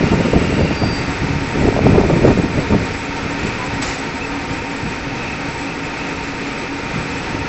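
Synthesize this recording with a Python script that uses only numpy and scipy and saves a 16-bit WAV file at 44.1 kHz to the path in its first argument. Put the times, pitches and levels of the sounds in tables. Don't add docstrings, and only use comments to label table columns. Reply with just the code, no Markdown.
import sys
import numpy as np
from scipy import signal
from scipy.fft import rfft, irfft
from scipy.io import wavfile

SR = 44100
rng = np.random.default_rng(int(sys.argv[2]) if len(sys.argv) > 2 else 0)


def transcribe(u):
    v = np.clip(np.atleast_2d(u).T, -1, 1)
    q = np.round(v * 32767).astype(np.int16)
    wavfile.write(sys.argv[1], SR, q)


N = 329868
TIME = np.arange(N) / SR
FREQS = np.maximum(np.fft.rfftfreq(N, 1 / SR), 1)


def from_db(db):
    return 10 ** (np.asarray(db) / 20)


def rms_one(x):
    return x / np.sqrt(np.mean(x ** 2) + 1e-20)


def in_time(rows):
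    return np.interp(TIME, *np.transpose(rows))


def at_hz(rows, hz):
    row_hz, values = np.transpose(rows)
    return np.interp(np.log(hz), np.log(row_hz), values)


def drift(rate_hz):
    step, settle = 40, 2000
    pole = np.exp(-2 * np.pi * rate_hz * step / SR)
    white = rng.standard_normal(N // step + settle + 2)
    slow = signal.lfilter([1], [1, -2 * pole, pole * pole], white)[settle:]
    return np.interp(np.arange(N) / step, np.arange(len(slow)), rms_one(slow))


def swell(centre_s, half_length_s, edge=2):
    distance = np.abs(TIME - centre_s) / half_length_s
    shape, near = np.zeros(N), distance < 2
    shape[near] = np.exp(-2 * distance[near] ** edge)
    return shape


def noise(spectrum_db):
    return rms_one(irfft(rfft(rng.standard_normal(N)) * from_db(spectrum_db), N))


def tone(hz, waver, rate_hz):
    amplitude = np.sqrt(2 * (1 - waver ** 2)) + waver * (drift(rate_hz) + 1j * drift(rate_hz))
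    turns = np.cumsum(hz * np.ones(N)) / SR
    return np.real(amplitude * np.exp(2j * np.pi * turns))


# frequency in Hz, relative level in dB.
AIRFLOW_SPECTRUM = [(30, -6.5), (70, -1.5), (170, -2), (330, -1.5), (480, -4), (530, -5.5), (650, -8.5),
                    (800, -6), (1080, -10.5), (1350, -6), (1650, -9), (2300, -6), (2600, -8), (2850, -15.5),
                    (3200, -16.5), (5300, -19), (6600, -25), (7900, -25.5)]
# centre in Hz, width in Hz, lift above the airflow in dB.
DUCT_RESONANCES = [(167, 31, 2.5), (267.5, 42, 5), (335, 32, 1), (485, 38, 3.5), (981, 12, 1),
                   (1260, 270, 1), (1866, 100, 2.5)]
# time in seconds, level in dB.
ROAR_LEVEL = [(0, -22.5), (2.0, -23.5), (5.7, -24.5), (7.48, -23.5)]
# time in seconds, gain in dB.
ROAR_TREBLE = [(0, 0), (1.1, 0), (2.0, -.3), (3.4, 0.5), (5.3, -0.2), (7.48, 0)]

def blower_roar(churn_db=0.69, treble_from_hz=670):
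    ducts_db = sum(db / (1 + (2 * (FREQS - hz) / width) ** 2) for hz, width, db in DUCT_RESONANCES)
    air = noise(at_hz(AIRFLOW_SPECTRUM, FREQS) + ducts_db)
    bass = irfft(rfft(air) / (1 + (FREQS / treble_from_hz) ** 4), N)
    treble = from_db(in_time(ROAR_TREBLE)) * (air - bass)
    return from_db(in_time(ROAR_LEVEL) + churn_db * drift(7.4)) * (bass + treble)


# lower and upper edge in Hz, gain of a full fleck in dB,
# threshold in standard deviations (higher makes flecks rarer).
FLECK_BANDS = [(6900, 7550, 5.5, .8), (7550, 8100, 7.5, .3)]

def flickering_top(hiss, gap_db=-18, flicker_hz=30):
    spectrum = rfft(hiss)
    out = irfft(spectrum * (FREQS < FLECK_BANDS[0][0]), N)
    for low, high, db, threshold in FLECK_BANDS:
        band = irfft(spectrum * (FREQS >= low) * (FREQS < high), N)
        gap = (1 - np.tanh(4 * (drift(flicker_hz) - threshold))) / 2
        out += from_db(db + gap_db * gap) * band
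    return out


# time in seconds, centre in Hz, level in dB.
GRILLE_RUSH = [(0, 2776, -36), (.8, 2740, -33.5), (1.3, 2588, -42.5), (7.48, 2572, -39.5)]

def grille_rush(width_hz=140, surge_db=4.5, surge_hz=3.2):
    rows = np.array(GRILLE_RUSH)
    hz, level_db = in_time(rows[:, [0, 1]]), in_time(rows[:, [0, 2]])
    surge = from_db(surge_db * drift(surge_hz))
    return from_db(level_db) * rms_one(surge * tone(hz, waver=0.92, rate_hz=width_hz))


# multiple of the shaft rate, level in dB, wavering share from 0 to 1.
SHAFT_ORDERS = [(9.71, -42, 0.4), (26.36, -44, 0.6), (44.5, -47.5, 0.3), (45.05, -49, 0.3), (47.1, -46, .5),
                (49.6, -51, 0.5), (94, -51, 0.9), (114.2, -50, 0.4), (148.3, -43.5, 0.4)]

def blower_tones(shaft_hz=16.44, wander=0.000974, whine_hz=6008.5, whine_db=-59, churn_hz=4.5):
    shaft = shaft_hz * (1 + wander * drift(2.01))
    blades = sum(from_db(db) * tone(order * shaft, waver, churn_hz) for order, db, waver in SHAFT_ORDERS)
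    return blades + from_db(whine_db) * tone(whine_hz, waver=.3, rate_hz=churn_hz)


def main_whine(hz=919.6, level_db=-37, flutter_hz=15.9, flutter_depth=.65, unsteady=0.1616):
    turns = np.cumsum(flutter_hz * (1 + unsteady * drift(4))) / SR
    flutter = 1 + flutter_depth * np.cos(2 * np.pi * turns)
    return from_db(level_db) * flutter * tone(hz, waver=.45, rate_hz=18)


def fan_hum(hum_hz=279.3, beat_hz=2.96, wander=0.0013, waver=0.48, churn_hz=11):
    hz = hum_hz * (1 + wander * drift(2.5))
    slower_fan = from_db(-34) * tone(hz, waver, churn_hz)
    faster_fan = from_db(-37.5) * tone(hz + beat_hz, waver, churn_hz)
    return slower_fan + faster_fan


STRONG_GUST_DB = -15
# time in seconds, strength in dB.
WIND_STRENGTH = [(0, -19), (.5, -18.5), (1.0, -24), (1.5, -27.5), (1.63, -18), (2.05, -16), (2.62, -25),
                 (3.0, -32), (3.6, -33), (4.3, -37), (6.6, -42), (7.48, -30)]
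# centre in seconds, half-length in seconds,
# strength above the wind in dB, extra treble in dB.
LARGE_EDDIES = [(.009, .0072, 9.5, -6), (0.036, 0.024, 7, 3.5), (0.133, 0.031, 7, 5),
                (0.206, 0.022, 7.5, 3), (0.28, 0.026, 4, 1), (0.337, .012, 9, 0), (0.364, .026, 12.5, -5),
                (0.446, 0.092, 3.5, -1.5), (0.526, 0.0089, 6.5, -1), (0.59, .015, 7.5, -3),
                (0.614, .01, 9.5, 2), (0.652, .014, 8.5, 3), (0.721, 0.023, 7.5, -2),
                (0.827, 0.031, 9.5, 2.5), (.923, 0.035, 6.5, -1), (1.006, .04, 4, -2), (1.086, .013, 7, 2),
                (1.238, .037, 10, -2), (1.356, 0.052, 6.5, -2), (1.559, 0.044, 12, -11),
                (1.637, 0.058, 5, 2), (1.683, 0.017, 10.5, -5), (1.769, .025, 5.5, -1),
                (1.872, 0.019, 11.5, -5), (1.91, .049, 5, -3), (1.957, .021, 10.5, -2),
                (1.983, 0.012, 10.5, -2), (2.011, 0.014, 8, 0), (2.049, 0.027, 7, -5), (2.103, .024, 8, 2),
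                (2.145, .02, 3, 0), (2.253, .025, 13.5, -8), (2.282, 0.029, 12.5, -1),
                (2.317, 0.019, 10, -3), (2.39, 0.021, 10, -1), (2.441, 0.015, 11, -2),
                (2.575, 0.065, 8.5, 6), (2.739, 0.06, 17.5, 0.5), (2.83, 0.047, 11, 4),
                (2.919, 0.027, 10.5, -4), (3.104, 0.027, 5, -2), (3.252, 0.047, 12, 2), (3.46, .075, 14, 1),
                (3.672, 0.018, 10, -2), (3.739, 0.025, 16, 0), (4.857, .053, 19, -2), (5.037, 0.1, 11, 2),
                (5.317, .025, 11, -4), (5.49, .025, 17, -2), (6.849, 0.036, 17.5, -8),
                (6.978, 0.065, 15.5, -1), (7.357, .036, 12, 0)]

def eddies(swirl_db=1.8, swirl_hz=7.5, calm_swirl=.08, lumpy_db=2.3, evening_out=.35):
    lumps_db = lumpy_db * drift(60)
    gust_db, crackle_db = in_time(WIND_STRENGTH), 0
    depth_db = swirl_db + calm_swirl * (STRONG_GUST_DB - gust_db)
    gust_db += depth_db * drift(swirl_hz)
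    for centre_s, half_length_s, db, treble_db in LARGE_EDDIES:
        eddy = swell(centre_s, half_length_s)
        peak_db = np.interp(centre_s, *np.transpose(WIND_STRENGTH)) + db
        gust_db += eddy * (peak_db - gust_db)
        lumps_db *= 1 - evening_out * eddy
        crackle_db += eddy * treble_db
    return gust_db, crackle_db, lumps_db


# frequency in Hz, relative level in dB.
RUMBLE_SPECTRUM = [(20, -14), (45, -4), (85, 1.5), (150, 1.5), (230, -1), (350, -3), (550, -12),
                   (800, -23.5), (1200, -31.5), (2000, -45), (4000, -62)]
# frequency in Hz, extra dB for each dB of gust.
RUMBLE_GROWTH = [(50, -0.23), (150, -0.09), (400, 0.74), (1000, 1.28)]

def wind(patchy_db=1.6, treble_hz=400):
    gust_db, crackle_db, lumps_db = eddies()
    edges_hz = 14 * 2 ** np.arange(0, 8.6, .5)
    white = rng.standard_normal((2, N))
    out, power = 0, 0
    for k, (low, high) in enumerate(zip(edges_hz, edges_hz[1:])):
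        hz = np.sqrt(low * high)
        bandpass = signal.butter(2, [low, high], "band", fs=SR, output="sos")
        band = from_db(at_hz(RUMBLE_SPECTRUM, hz)) * signal.sosfilt(bandpass, white[k % 2])
        power += np.mean(band ** 2)
        force_db = (gust_db - STRONG_GUST_DB) * (1 + at_hz(RUMBLE_GROWTH, hz))
        treble_share = hz ** 2 / (hz ** 2 + treble_hz ** 2)
        out += band * from_db(force_db + treble_share * crackle_db + patchy_db * drift(29))
    lumps = rms_one(from_db(lumps_db))
    return from_db(STRONG_GUST_DB) * lumps * out / np.sqrt(power)


# start in seconds, pitch in Hz, peak of the envelope in dB.
PORT_POPS = [(.336, 400, -6), (.709, 620, -10), (.836, 680, -8), (1.623, 560, -10), (1.686, 600, -5),
             (1.727, 650, -9), (1.764, 620, -5), (1.791, 600, -2), (1.867, 700, -2.5), (1.948, 480, -8),
             (2.012, 650, -5.5), (2.036, 620, -7), (2.098, 680, -4), (2.244, 220, -2), (2.305, 700, -9),
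             (2.375, 380, -4)]

def pops(rise_s=.00065):
    out = np.zeros(N)
    age = np.arange(SR // 50) / SR
    envelope = age / rise_s * np.exp(1 - age / rise_s)
    for start_s, hz, db in PORT_POPS:
        start = int(start_s * SR)
        out[start:start + len(age)] += from_db(db) * envelope * np.sin(2 * np.pi * hz * age)
    return out


SQUEAL_HZ = 4700
THIN_SQUEALS = [(.625, .06, SQUEAL_HZ, 0, -39.5, 0.1), (0.892, .19, SQUEAL_HZ, 0, -31.5, .28),
                (3.623, .08, 998, -1, -31, .5), (4.22, .017, 2590, 6000, -22.5, .45),
                (4.246, .012, 2600, 2000, -26, .45)]

def squeals(rasp_hz=60):
    out = np.zeros(N)
    for centre_s, half_length_s, hz, glide, db, rasp in THIN_SQUEALS:
        envelope = swell(centre_s, half_length_s, edge=2.8)
        pitch = hz + glide * (TIME - centre_s)
        out += from_db(db) * envelope * tone(pitch, rasp, rasp_hz)
    return out


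# frequency in Hz, relative level in dB.
JET_SPECTRUM = [(200, -7), (500, 3), (1000, 2), (2400, 3), (3100, -5), (5000, -2.5), (6500, -6.5),
                (7200, 0.5), (8000, 0)]

def air_puff(start_s=3.808, attack_s=.018, hold_s=.095, release_s=.062,
             spurt_db=-15.5, spurt_decay_s=.012, flow_db=-21.3, sputter_db=1.6, sputter_hz=35):
    opening = np.clip((TIME - start_s) / attack_s, 0, 1) ** 2
    open_s = np.maximum(TIME - start_s - attack_s, 0)
    flow = from_db(flow_db) + from_db(spurt_db) * np.exp(-open_s / spurt_decay_s)
    shutting = np.exp(-np.maximum(open_s - hold_s, 0) / release_s)
    sputter = from_db(sputter_db * drift(sputter_hz))
    return opening * flow * shutting * sputter * noise(at_hz(JET_SPECTRUM, FREQS))


def scene():
    air = flickering_top(blower_roar() + air_puff()) + grille_rush()
    tones = blower_tones() + main_whine() + fan_hum() + squeals()
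    return (air + tones + wind() + pops())[None, :]


def record(dry, cutoff_hz=7880):
    flattened = dry / (1 + dry ** 10) ** (1 / 10)
    lowpass = signal.ellip(12, .1, 80, cutoff_hz, fs=SR, output="sos")
    return signal.sosfilt(lowpass, flattened)


dry = scene()
out = record(dry)
transcribe(out)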